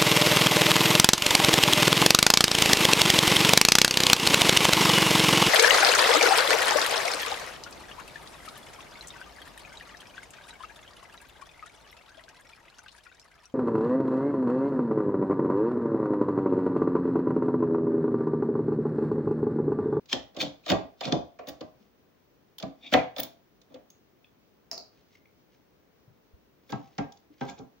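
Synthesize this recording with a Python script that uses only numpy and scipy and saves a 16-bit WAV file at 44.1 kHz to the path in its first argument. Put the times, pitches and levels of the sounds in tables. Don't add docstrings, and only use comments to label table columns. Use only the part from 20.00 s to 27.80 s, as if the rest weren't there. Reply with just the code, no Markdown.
import sys
import numpy as np
from scipy import signal
from scipy.fft import rfft, irfft, next_fast_len
from scipy.io import wavfile
from scipy.ndimage import uniform_filter1d, map_coordinates

SR = 44100
rng = np.random.default_rng(int(sys.argv[2]) if len(sys.argv) > 2 else 0)


def inscribe(sig):
    pcm = np.round(np.clip(np.atleast_2d(sig).T, -1, 1) * 32767)
    wavfile.write(sys.argv[1], SR, pcm.astype(np.int16))


N = 343980
SIZE = 2 ** 15
T = np.arange(SIZE) / SR
HZ = np.fft.rfftfreq(SIZE, 1 / SR)
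CORNER_S = 5.4
NEUTRAL_DB, CATCH_SHARP_DB = -23, -6.5

# (time [s], tip level [dB], board level [dB], sharpness [dB]). All table levels are relative.
SLIPS = [(0.1288, -11.5, -32.5, -14), (.3655, -36, -38.5, -8), (0.423, -29.5, -33.5, -10.5),
         (.700, -17.5, -23.5, -2.5), (.717, -20, -21, -9.5), (1.052, -26, -38.5, -22.5),
         (1.1226, -17, -25.5, -31), (1.471, -40.5, -42.5, -12), (1.608, -38.5, -41, -8),
         (2.625, -32, -34, -11), (2.9373, -11, -13.5, -1), (3.182, -30.5, -35.5, 2),
         (3.232, -30, -48.5, 17.5), (3.742, -47, -49.5, -3), (6.721, -35, -31, -11),
         (6.981, -34, -28.5, -12.5), (7.408, -47, -31, -8.5), (7.588, -48.5, -47, -30)]
# (time [s], tip level [dB], board level [dB])
CATCHES = [(.346, -52, -48.5), (.662, -33, -37), (1.008, -30, -32.5), (1.388, -53, -38),
           (2.599, -36.5, -48.5), (3.163, -33, -38)]
# (time of hardest pressure [s], rise time [s], tip level [dB], board level [dB], sharpness [dB])
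GRINDS = [(.098, .006, -42, -71, -8.5), (.129, .010, -27.5, -52.5, -8), (.415, 0.011, -23, -39.5, -3.5),
          (.702, .014, -26.5, -30, -4.5), (1.050, 0.017, -35.5, -47.5, -12.5),
          (1.082, .010, -40.5, -32, -9), (1.121, .005, -40.5, -35, -17), (1.489, .006, -36.5, -43.5, 10.5),
          (2.87, .031, -53.5, -56.5, -18.5), (2.935, 0.0099, -28.5, -24, 1),
          (3.194, .009, -35, -45.5, 12.5), (3.238, .012, -44.5, -58, 15.5), (3.725, 0.02, -72, -56.5, -15),
          (6.706, 0.011, -50, -46.5, 9.5), (7.498, .012, -44.5, -42.5, -1),
          (7.590, .014, -58.5, -53.5, -11)]
# (frequency [Hz], level [dB])
SKIN = [(300, -16.5), (1000, -19), (2000, 3), (3800, 0.5), (6500, -1.5), (10000, -17)]


def snaps(level_db=-4, t60=0.009):
    # (time [s], level [dB], sharpness [dB])
    ticks = [(.057, -52, -6), (2.583, -35, 12), (3.2005, -25, 23), (3.615, -52, -1), (3.902, -55, 20.5),
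             (7.121, -46, 2.5), (7.172, -54, -8.5)]
    blows = [(s, db, sharp_db) for s, db, _, sharp_db in SLIPS]
    blows += [(s, db, CATCH_SHARP_DB) for s, db, _ in CATCHES]
    out = np.zeros((2, N))
    for s, db, sharp_db in blows + list(ticks):
        contact_s = np.interp(db, [-30, -15], [.022, .004])
        grip = (1 - fade(contact_s)) ** 2
        life = t60 + contact_s / 3
        force = radiate([burst(life) * grip, burst(life) * grip], unlike=.55)
        snap = in_room(shaft(force, s, db, sharp_db), wet_db=0, near_db=-3)
        below_fizz = irfft(rfft(snap) * (HZ < SR / 6))
        add(out, s - contact_s / 20, amp(db + level_db) * snap / rms(below_fizz[:, :SR // 250]))
    return out


def scrapes(level_db=-1, slips_per_s=1500, scatter_db=5):
    out = np.zeros((2, N))
    for s, rise, db, _, sharp_db in GRINDS:
        lead, fall = min(s, 5 * rise), 0.98 * rise
        pressure = np.exp(np.minimum((T - lead) / rise, (lead - T) / fall))
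        slipping = rng.random(SIZE) < slips_per_s / SR
        slips = slipping * amp(scatter_db * rng.uniform(-1.2, 1, SIZE)) * rng.choice([-1, 1], SIZE)
        force = pressure * (slips / rms(slips) + 0.37 * rng.standard_normal(SIZE))
        force *= rms(pressure) / rms(force)
        scrape = in_room(shaft(force, s, db, sharp_db), wet_db=2.5, near_db=-0.5)
        add(out, s - lead, amp(db + level_db) * scrape)
    return out


def shaft(force, s, db, sharp_db):
    # (frequency [Hz], width [Hz], level [dB])
    modes = [(2498, 83, -6), (3000, 350, -1), (3350, 550, 4.5), (3525, 25, 11.5), (4290, 990, 1.5),
             (4730, 900, -2), (6840, 420, -2.5)]
    bright_db = 0.16 * (NEUTRAL_DB - db) + 0.074 * sharp_db + 7.5 * (s > CORNER_S)
    edge = [(300, -4.5), (1200, 8), (2400, -bright_db / 3), (3500, 2), (4300, min(bright_db, 0)),
            (6500, bright_db), (7500, bright_db / 2), (10000, sharp_db - 1)]
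    mode_power = sum(np.abs(resonances([mode])) ** 2 for mode in modes)
    body_db = 10 * np.log10(mode_power + amp(-15) ** 2)
    response = causal(along(edge, HZ) + body_db)
    return irfft(rfft(force) * response / rms(np.abs(response) * (HZ < SR / 6)))


def jolts(corner_life=0.66, rattle_db=4):
    # (frequency [Hz], t60 at the middle [s], level at the middle [dB], at the corner [dB])
    modes = [(126, 0.16, -16, -7), (165, 0.068, -3.5, -9.5), (197, 0.066, 0, -2), (258.6, 0.094, 2, 6.5),
             (280.4, 0.21, -1.5, -1.5), (314, 0.11, 1, -2.5), (415, 0.045, -5, -12.5),
             (470, 0.052, -10, -12.5), (522, 0.12, -1, -4.5), (601, 0.096, 0.5, -32),
             (656.4, .3, -5.5, -25), (693.3, 0.24, -6.5, -5), (741, .15, -3, -5), (804, 0.24, -10.5, -0.5),
             (844, 0.057, -8, -6), (1157, 0.062, -2.5, -2.5), (1330, 0.11, -13, 3.5),
             (1600, 0.24, -10.5, 2.5), (1919, 0.19, -10, -24), (2170, 0.07, -12, -27.5)]
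    rises = [.03, .012, 0.036, .008]
    hz, t60, middle_db, corner_db = np.transpose(modes)
    bands = ((4, 55, 130), (4, 130, 420), (3, 420, 1150), (2, 1150, 2600))
    registers = [signal.butter(order, (lo, hi), "bandpass", fs=SR, output="sos") for order, lo, hi in bands]
    out = np.zeros((2, N))
    for s, build_s, thud_db, knock_db, clack_db in board_blows():
        pitch = hz * (1 + .02 * rng.standard_normal(len(hz)))
        mode_db, lives = (middle_db, t60) if s < CORNER_S else (corner_db, t60 * corner_life)
        rings = np.array([fade(life) * np.sin(2 * np.pi * f * T) for f, life in zip(pitch, lives)])
        strength = amp(mode_db + 2 * rng.standard_normal(len(hz))) * rng.choice([-1, 1], len(hz))
        rattle = 6 * amp(rattle_db) * radiate([burst(.05), burst(.05)], unlike=.5)
        board = in_room(strength @ rings + rattle, wet_db=1.5, near_db=-6) * (1 - fade(build_s)) ** 2
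        levels_db = (thud_db - 15, thud_db + 0.5, knock_db - 2, clack_db - 2)
        for sos, rise, db in zip(registers, rises, levels_db):
            part = signal.sosfilt(sos, board * (1 - fade(rise)))
            add(out, s, amp(db) * part / rms(part[:, :SR // 16]), pan_db=-3)
    return out


def board_blows(lag_s=.0012, thud_limit_db=-22.5):
    def build_up_s(db):
        return .005 * 2 ** ((NEUTRAL_DB - db) / 10)

    # (time [s], build-up [s], level [dB], weight [dB], sharpness [dB])
    blows = [(s + lag_s, build_up_s(db), db, -5, sharp_db) for s, _, db, sharp_db in SLIPS]
    blows += [(s, build_up_s(db), db, -23, CATCH_SHARP_DB) for s, _, db in CATCHES]
    blows += [(s - 1.4 * rise, 3 * rise, db, -6, sharp_db) for s, rise, _, db, sharp_db in GRINDS]
    for s, build_s, db, weight_db, sharp_db in blows:
        corner, hard_db = s > CORNER_S, db - NEUTRAL_DB
        thud_db = db + weight_db - 0.0984 * hard_db - 0.18 * sharp_db + 0.5 * corner
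        clack_db = db - 6 + 0.08 * hard_db + .45 * min(sharp_db, 0) + 3.5 * corner
        yield s, build_s, min(thud_db, thud_limit_db), db, clack_db


def dropped_screw(level_db=-6):
    # (time [s], tick level [dB], knock level [dB])
    bounces = [(4.7133, -20.5, -51.5), (4.72, -39, -50), (4.7304, -27, -44.5), (4.778, -26, -46)]
    # (frequency [Hz], width [Hz], level [dB])
    screw_modes = [(2900, 900, -13), (4850, 750, 0), (5400, 750, -1), (6500, 1200, -9), (12000, 8000, -23)]
    table_modes = [(260, 89, 6), (678, 67, 15), (1330, 230, -3)]
    tiny = causal(along([(1000, 12), (3400, -14), (4300, -4)], HZ))
    knock = irfft(resonances(table_modes))
    out = np.zeros((2, N))
    for s, db, knock_db in bounces:
        impact = burst(.005) * (1 - fade(.002))
        tick = irfft(rfft(impact) * resonances(screw_modes) * tiny)
        blow = amp(db + level_db) * tick / rms(tick[:SR // 500])
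        blow += amp(knock_db) * knock / rms(knock[:SR // 100])
        add(out, s, in_room(blow, wet_db=9.5, near_db=-2.5))
    return out


def squeaks(level_db=-15, db_per_rise_s=849.5, corner_db=3.5, scatter_db=3):
    # (frequency [Hz], width [Hz], level [dB])
    modes = [(2370, 360, -3), (3530, 490, -3.5)]
    response = sum(amp(db) * resonances([(hz, width, 0)]) ** 2 for hz, width, db in modes)
    out = np.zeros((2, N))
    for peak_s, rise, grind_db, _, _ in GRINDS:
        s, length = peak_s - 0.27 * rise, .65 * rise
        db = grind_db + level_db + db_per_rise_s * rise + corner_db * (peak_s > CORNER_S)
        lead = 4 * length
        stroke = np.exp(-.5 * ((T - lead) / length) ** 2)
        grip = uniform_filter1d(rng.standard_normal(SIZE), SR // 250)
        friction = rng.standard_normal(SIZE) * amp(scatter_db * grip / rms(grip))
        squeak = stroke * irfft(rfft(friction) * response)
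        squeak *= rms(stroke) / rms(squeak)
        add(out, s - lead, amp(db) * in_room(squeak, wet_db=-4, near_db=-9.5))
    return out


def pings(level_db=-8, quality=9):
    # (time [s], level [dB], pitch [Hz])
    touches = [(0.637, -50, 2450), (3.902, -41, 6400), (4.244, -49, 2520), (4.244, -50, 3420),
               (5.152, -46.5, 2080), (5.255, -48, 2230)]
    out = np.zeros((2, N))
    for s, db, hz in touches:
        ring = irfft(rfft(burst(0.016)) * resonances([(hz, hz / quality, 0)]) ** 2)
        ring /= rms(ring[:SR // 200])
        add(out, s, amp(db + level_db) * in_room(ring, wet_db=2.5, near_db=-4.5))
    return out


def presses():
    # (time [s], level [dB], pitch [Hz])
    bumps = [(1.607, -41, 502), (1.805, -58, 220), (3.740, -43, 518.6), (6.075, -54, 129),
             (6.334, -50.5, 70), (7.300, -52.5, 302)]
    out = np.zeros((2, N))
    for s, db, hz in bumps:
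        bump = np.sin(2 * np.pi * hz * T) * fade(.05) * (1 - fade(.06)) ** 2
        bump = in_room(bump, wet_db=-2, near_db=-6)
        add(out, s, amp(db) * bump / rms(bump[:, :SR // 32]))
    return out


def rubs(grain_db=4):
    # (time [s], level [dB], half-width of the stroke [s])
    strokes = [(1.821, -72, .047), (4.986, -68.5, 0.04), (5.148, -61.5, .03), (5.544, -68.5, 0.022),
               (6.866, -65.5, 0.14), (7.337, -68, 0.011), (7.447, -54, 0.038)]
    lead = T[SIZE // 3]
    out = np.zeros((2, N))
    for s, db, width_s in strokes:
        grains = uniform_filter1d(rng.standard_normal(SIZE), SR // 400)
        friction = rng.standard_normal((2, SIZE)) * amp(grain_db * grains / rms(grains))
        swish = irfft(rfft(friction) * amp(along(SKIN, HZ)))
        stroke = np.exp(-.5 * ((T - lead) / width_s) ** 2)
        add(out, s - lead, amp(db) * stroke * radiate(swish / rms(swish), unlike=0.24))
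    return out


def handling(level_db=-80, swing_db=5, shifts_per_s=12):
    motion = map_coordinates(rng.standard_normal(200), [np.arange(N) * shifts_per_s / SR], mode="wrap")
    hz = np.fft.rfftfreq(N, 1 / SR)
    swish = irfft(rfft(rng.standard_normal((2, N))) * amp(along(SKIN, hz)), N)
    return amp(level_db + swing_db * motion) * radiate(swish / rms(swish), unlike=0.96)


def room_tone(level_db=-60.5):
    # (frequency [Hz], level [dB])
    spectrum = [(15, -60), (30, -29), (45, -3.5), (130, -2), (290, -1), (450, -3), (750, -10), (1400, -15),
                (2000, -17.5), (5000, -25), (10000, -24), (15000, -25)]
    hz = np.fft.rfftfreq(N, 1 / SR)
    air = irfft(spread(rfft(rng.standard_normal((2, N))), hz) * amp(along(spectrum, hz)), N)
    return amp(level_db) * air / rms(air)


def in_room(x, wet_db, near_db, near_t60=0.016):
    # (frequency [Hz], t60 [s])
    decay = [(100, .3), (260, 0.22), (700, 0.34), (1840, 0.32), (4850, 0.29), (12800, 0.22)]
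    # (frequency [Hz], level [dB])
    colour = [(200, -1), (700, -4.5), (2000, -6), (5000, -7), (7000, -5), (12000, -11.5)]
    hz, t, noise = signal.stft(rng.standard_normal((2, SIZE)), SR, nperseg=256)
    rate = np.log(1000) / along(decay, hz)[:, None]
    dying = noise * np.exp(-rate * t) * np.sqrt(2 * rate / SR)
    tail = signal.istft(dying, SR, nperseg=256)[1][:, :SIZE] * (1 - fade(0.028))
    near = np.array([burst(near_t60), burst(near_t60)]) * (1 - fade(0.0034))
    echoes = rfft(tail) * amp(wet_db + along(colour, HZ))
    echoes += amp(near_db) * rfft(near) / np.linalg.norm(near[0])
    return irfft(rfft(x) * (1 + spread(echoes, HZ)))


def spread(pair, hz):
    # (frequency [Hz], side over mid [ratio])
    width = [(40, .66), (150, 0.73), (260, .3), (400, .6), (700, 0.93), (1500, .9)]
    side = along(width, hz)
    return np.array([pair[0] + side * pair[1], pair[0] - side * pair[1]]) / np.sqrt(1 + side ** 2)


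def radiate(pair, unlike):
    turn = np.arcsin(unlike)
    return np.cos(turn) * pair[0] + np.sin(turn) * np.array([pair[1], -pair[1]])


def amp(db):
    return 10 ** (np.asarray(db) / 20)


def rms(x):
    return np.sqrt(np.mean(x ** 2) + 1e-20)


def along(points, hz):
    f, v = np.transpose(points)
    return np.interp(np.log(hz + 1), np.log(f + 1), v)


def causal(db):
    cepstrum = irfft(np.log(amp(db)))
    cepstrum[1:SIZE // 2] *= 2
    cepstrum[SIZE // 2 + 1:] = 0
    return np.exp(rfft(cepstrum))


def resonances(modes):
    return sum((-1) ** k * amp(db) * 1j * HZ * width / (hz * hz - HZ ** 2 + 1j * HZ * width)
               for k, (hz, width, db) in enumerate(modes))


def fade(t60):
    return np.exp(-np.log(1000) * T / t60)


def burst(t60):
    return rng.standard_normal(SIZE) * fade(t60)


def add(out, s, x, pan_db=0):
    start = max(round(s * SR), 0)
    part = (x * np.clip(4 - 5 * T / T[-1], 0, 1))[:, :N - start]
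    out[:, start:start + part.shape[1]] += part * amp([[pan_db / 2], [-pan_db / 2]])


def scene():
    steel = snaps() + scrapes() + squeaks() + pings()
    return steel + jolts() + dropped_screw() + presses() + rubs() + handling() + room_tone()


def record(dry, top_hz=16100):
    # (frequency [Hz], level [dB])
    response = [(6000, -3.5), (6900, -9.5), (8000, -15), (10000, -14), (14200, -14), (14900, 1.5),
                (15700, 6), (16100, -16)]
    # (frequency [Hz], level difference [dB], phase lead [rad])
    ports = [(100, 3.5, 1), (240, 3, -0.5), (340, 0, -1.4), (520, 4, .5), (750, 1, .6), (1300, 3.5, 0),
             (3400, 0, 0.8), (6000, -1.5, 0.94), (12000, 0.5, -0.58)]
    impulse = irfft(causal(along(response, HZ)))[None, :SIZE // 16]
    coloured = signal.fftconvolve(dry, impulse, axes=1)
    size = next_fast_len(N + SIZE)
    hz = np.fft.rfftfreq(size, 1 / SR)
    balance_db = along(np.array(ports)[:, :2], hz)
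    lead_rad = along(np.array(ports)[:, ::2], hz)
    left = amp(balance_db / 2) * np.exp(1j * lead_rad / 2)
    return irfft(rfft(coloured, size) * np.array([left, 1 / left]) * (hz < top_hz), size)[:, :N]


dry = scene()
out = record(dry)
inscribe(out)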